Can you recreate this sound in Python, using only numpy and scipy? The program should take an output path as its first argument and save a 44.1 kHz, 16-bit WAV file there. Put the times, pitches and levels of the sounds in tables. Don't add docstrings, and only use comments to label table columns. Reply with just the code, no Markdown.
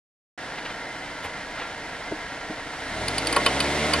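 import sys
import numpy as np
from scipy import signal
from scipy.fft import rfft, irfft
from scipy.io import wavfile

SR = 44100
rng = np.random.default_rng(int(sys.argv[2]) if len(sys.argv) > 2 else 0)


def waveform_to_disk(signal):
    frames = np.transpose(np.atleast_2d(signal))
    scaled = np.clip(frames, -1, 1) * 32767
    samples = np.round(scaled).astype(np.int16)
    wavfile.write(sys.argv[1], SR, samples)


N = 176400
TOP_HZ = 11650
RING_S = .02
# (time [s], firing rate [Hz])
FIRING_HZ = [(0, 26.9), (2.6, 27), (2.72, 29), (2.82, 31.8), (2.906, 35.7), (3.046, 43.3), (3.202, 53.3),
             (3.456, 64.2), (3.604, 70.2), (3.746, 74), (3.898, 76.1), (4.0, 76.7)]
# (time [s], drone [dB], roar [dB])
LOAD_DB = [(0, -55, -43.5), (2.6, -52.5, -43), (2.82, -47.5, -37.5), (3.03, -35, -32.5), (3.2, -36, -30.5),
           (3.47, -34.5, -27.5), (3.65, -31.5, -27), (4.0, -30.5, -26.5)]


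def engine(firings):
    # (frequency [Hz], density [dB])
    idle_spectrum = [(15, -35), (25, 2), (75, -13), (132, -1.5), (210, -5), (317, -4), (360, -7), (454, -3),
                     (587, -3), (684, -1.5), (1200, -5), (1680, -0.5), (2120, -4), (2660, -10.5),
                     (2950, -10), (5330, -16), (11500, -34.5), (15000, -115), (22000, -120)]
    # (frequency [Hz], density [dB])
    roar_spectrum = [(15, -38), (25, -34), (60, -5.5), (265, -3), (454, -6.5), (529, -2), (617, 2.5),
                     (840, -3), (1370, -4), (1550, -7.5), (2120, -1.5), (2400, -6.5), (4120, -9),
                     (7060, -18.5), (9370, -20), (11500, -30.5), (15000, -86), (22000, -120)]
    # (frequency [Hz], width [Hz], lift [dB])
    bay_modes = [(295.3, 42, 6.5), (460, 29, 5.5), (730, 110, 3), (912, 55, 3.5), (1207, 48, -6.5),
                 (1410, 160, 2.5), (1770, 32, -0.5), (1990, 28, 3.5), (2081, 39, 6.5), (2960, 63, 0),
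                 (3050, 67, -1), (4260, 2200, 0)]
    idle_db, flicker_db, roar_low_hz = -36.5, .5, 110
    tick_db, tick_s, tick_scatter_db = -13, .0032, -.5
    throb = 1 + .033 * np.cos(2 * np.pi * firings) + .024 * np.cos(np.pi * firings)
    valve = 2 * firings
    sizes = undb(tick_scatter_db * rng.standard_normal(1000))[valve.astype(int)]
    since_tick_s = (valve % 1) / (2 * curve(FIRING_HZ))
    ticks = unit(sizes * np.exp(-since_tick_s / tick_s) * noise())
    bay_db = resonance_db(bins(), bay_modes)
    idle = undb(across(idle_spectrum) + bay_db)
    roar = undb(across(roar_spectrum) + bay_db) * bins() / np.hypot(bins(), roar_low_hz)
    out = 0
    for gain, db in ((idle, idle_db), (roar, curve(LOAD_DB, column=2))):
        drive = (noise() * throb + undb(tick_db) * ticks) * undb(flicker_db * walk(hz=32))
        out = out + undb(db) * colour(drive, gain)
    return out


def drone(firings):
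    # (multiple of firing rate, level [dB])
    orders = [(1, 0), (2, 1), (3, 0), (4, -3), (5, -.5), (6, 1.5), (7, -6), (8, 1.5), (8.5, -2), (10, -.5)]
    # (frequency [Hz], width [Hz], lift [dB])
    boom_modes = [(73, 45, 3.3), (276, 31, 9), (470, 20, 7.4)]
    rate_hz, tones = curve(FIRING_HZ), 0
    for order, db in orders:
        boom_db = resonance_db(order * rate_hz, boom_modes)
        effort_db = -9 * (order > 3) * (1 - rate_hz / rate_hz.max())
        wander_db = -.75 * min(order, 3) * walk(hz=7.2)
        tone = np.sin(2 * np.pi * (order * firings + rng.random()))
        tones = tones + undb(db + boom_db + effort_db + wander_db) * tone
    return undb(curve(LOAD_DB)) * unit(tones)


def drive_shaft():
    # (time [s], bodywork [dB], shaft [dB], joint [dB], balls [dB], slip length [s])
    cracks = [(3.081, -38, -35.5, -30.5, -35.5, .0045), (3.1805, -40, -34.5, -29, -33, .004),
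              (3.2705, -42, -35, -29, -33, .0015), (3.326, -29.5, -34, -32, -32, .002),
              (3.363, -16.8, -28.5, -30.5, -31.5, .005), (3.4615, -19.8, -19.5, -27.5, -31, .006),
              (3.602, -34, -26, -26.5, -34, .0045), (3.934, -24.5, -26.5, -25, -32, .0055)]
    # (frequency [Hz], level [dB], t60 [s])
    part_modes = dict( bodywork=[(375, -8, .09), (452, -4, .15), (584, -4.5, .18), (975, -2.5, .16),
                  (1092, 3, .08), (1385, -4, .09), (1700, -7, .07), (1875, -8, .1)], shaft=[(2515, 14, .05),
                  (2985, 13, .09), (3070, 14, .05), (3630, 7.5, .052)], joint=[(4260, -5, .029),
                  (4610, 0, .036), (4740, -2, .028)], balls=[(8720, -3, .032), (8930, -6, .02),
                  (9450, -3, .018), (9640, 0, .026), (10300, -7, .012)])
    # (low [Hz], high [Hz], level [dB], t60 [s])
    rattles = [(280, 1900, -6, .07), (2300, 3700, -13, .06), (4000, 4900, -12, .035),
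               (5400, 12000, -8, .045)]
    detune = .003
    t = np.arange(SR // 4) / SR
    out = np.zeros(N + len(t))
    for start_s, *part_db, slip_s in cracks:
        at = int(start_s * SR)
        for db, modes, (low_hz, high_hz, rattle_db, t60_s) in zip(part_db, part_modes.values(), rattles):
            slips = rng.standard_normal(len(t)) * np.exp(-(t / slip_s) ** 4)
            ring = 0
            for hz, mode_db, mode_t60_s in modes:
                detuned_hz = hz * (1 + detune * rng.standard_normal())
                ring = ring + undb(mode_db) * struck(slips, detuned_hz, mode_t60_s)
            band = signal.butter(3, [low_hz, high_hz], "band", fs=SR, output="sos")
            envelope = fade(np.maximum(t - slip_s / 2, 0), t60_s)
            rattle = signal.sosfilt(band, rng.standard_normal(len(t)) * envelope)
            hit = unit(unit(ring) + undb(rattle_db) * unit(rattle))
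            out[at:at + len(t)] += undb(db) * hit * np.sqrt(RING_S / t[-1])
    return out[:N]


def knocks():
    # (time [s], level [dB], centre [Hz], half contact time [s])
    blows = [(1.241, -40.5, 85, .004), (2.111, -26, 410, 0.0072), (2.497, -31, 280, 0.0034)]
    # (frequency [Hz], level [dB], t60 [s])
    panel_modes = [(83.4, 4, .15), (239, -2, 0.066), (309, 1.5, .1), (453, -0.5, 0.043), (660, 2, 0.049),
                   (930, 5, 0.045)]
    reach_octaves = .79
    t = np.arange(SR // 4) / SR
    out = np.zeros(N + len(t))
    for start_s, db, centre_hz, contact_s in blows:
        push = rng.standard_normal(len(t)) * np.exp(-(t / contact_s - 1) ** 2)
        ring = 0
        for hz, mode_db, t60_s in panel_modes:
            gain = undb(mode_db) / (1 + (np.log2(hz / centre_hz) / reach_octaves) ** 4)
            ring = ring + gain * struck(push, hz, t60_s)
        at = int(start_s * SR)
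        out[at:at + len(t)] += undb(db) * unit(ring) * np.sqrt(RING_S / t[-1])
    return out[:N]


def scuffs():
    # (peak time [s], body [dB], hiss [dB], Gaussian sigma [s])
    rubs = [(0.585, -33.5, -62, 0.0064), (0.659, -30.5, -60, 0.007), (0.699, -34.5, -74, 0.012),
            (1.25, -34, -47.5, 0.013), (1.607, -33.5, -74, 0.03), (2.75, -42, -62, 0.015)]
    # (frequency [Hz], density [dB])
    body_spectrum = [(100, -37), (500, 8), (1400, 6), (2600, 4), (4300, -4.5), (6500, -21), (12000, -51)]
    hiss_low_hz = 4970
    body = colour(noise(), undb(across(body_spectrum)))
    hiss = colour(noise(), (bins() < TOP_HZ) / (1 + (hiss_low_hz / bins()) ** 4))
    out = 0
    for peak_s, body_db, hiss_db, sigma_s in rubs:
        envelope = np.exp(-((clock() - peak_s) / sigma_s) ** 2 / 2)
        out = out + (undb(body_db) * body + undb(hiss_db) * hiss) * envelope
    return out


def pulleys():
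    # (frequency [Hz], relative level [dB])
    whines = [(306.8, -65), (629.8, -57.5), (963.6, -50), (1378, -48), (1653, -48.5), (1879, -47),
              (2067, -47.5), (2385, -90), (3047, -55.5)]
    gain_db, half_width_hz = -2.5, 12.3
    return sum(undb(db + gain_db) * colour(noise(), np.exp(-((bins() - hz) / half_width_hz) ** 2))
               for hz, db in whines)


def reflected(x, t60_s):
    t = np.arange(SR // 4) / SR
    response = unit(rng.standard_normal(len(t)) * fade(t, t60_s)) / np.sqrt(len(t))
    return signal.fftconvolve(x, response)[:N]


def ports(direct, scattered):
    # (frequency [Hz], left lead [rad], left minus right [dB], scattered [dB])
    pair = [(30, 0, 1, -13), (70, 0, .6, -18), (400, .06, -.3, -20), (1200, .22, -.2, -16),
            (2800, .48, -1.4, -11), (4500, 1.15, -2, -10), (6500, 2.0, -1.4, -5), (9500, 1.9, 2, -3),
            (12000, 1.8, 2.5, -3)]
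    lead_rad, balance_db, scattered_db = (across(pair, column) for column in (1, 2, 3))
    side = np.array([[1], [-1]])
    arrival = np.exp(side * 1j * lead_rad / 2) * undb(side * balance_db / 2)
    return irfft(arrival * (rfft(direct) + side * undb(scattered_db) * rfft(scattered)), N)


def struck(push, hz, t60_s):
    t = np.arange(len(push)) / SR
    mode = np.sin(2 * np.pi * hz * t) * (1 - np.exp(-hz * t)) * fade(t, t60_s)
    return unit(signal.fftconvolve(push, mode)[:len(t)])


def resonance_db(hz, modes):
    return sum(db / (1 + (2 * (hz - centre_hz) / width_hz) ** 2) for centre_hz, width_hz, db in modes)


def undb(db):
    return 10 ** (np.asarray(db) / 20)


def unit(x):
    return x / np.sqrt(np.mean(x ** 2) + 1e-20)


def clock():
    return np.arange(N) / SR


def bins():
    return np.maximum(np.arange(N // 2 + 1) * SR / N, 1)


def curve(table, column=1):
    rows = np.array(table)
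    return np.interp(clock(), rows[:, 0], rows[:, column])


def across(table, column=1):
    rows = np.array(table)
    return np.interp(np.log(bins()), np.log(rows[:, 0]), rows[:, column])


def colour(x, gain):
    return unit(irfft(rfft(x) * gain, N))


def noise():
    return rng.standard_normal(N)


def walk(hz):
    return colour(noise(), np.exp(-(bins() / hz) ** 2))


def fade(t, t60_s):
    return np.exp(-np.log(1000) * t / t60_s)


def scene():
    speed_jitter, echo_db = .0027, -14
    firings = np.cumsum(curve(FIRING_HZ) * (1 + speed_jitter * walk(hz=11))) / SR
    cracks = drive_shaft()
    direct = engine(firings) + drone(firings) + pulleys() + knocks() + scuffs() + cracks
    direct += undb(echo_db) * reflected(cracks, t60_s=.1)
    return ports(direct, scattered=engine(firings) + drive_shaft())


def record(dry):
    start_s, rise_s = .376, .002
    gate = np.clip((clock() - start_s) / rise_s, 0, 1)
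    return signal.sosfilt(signal.ellip(8, .2, 80, TOP_HZ, fs=SR, output="sos"), dry * gate)


dry = scene()
out = record(dry)
waveform_to_disk(out)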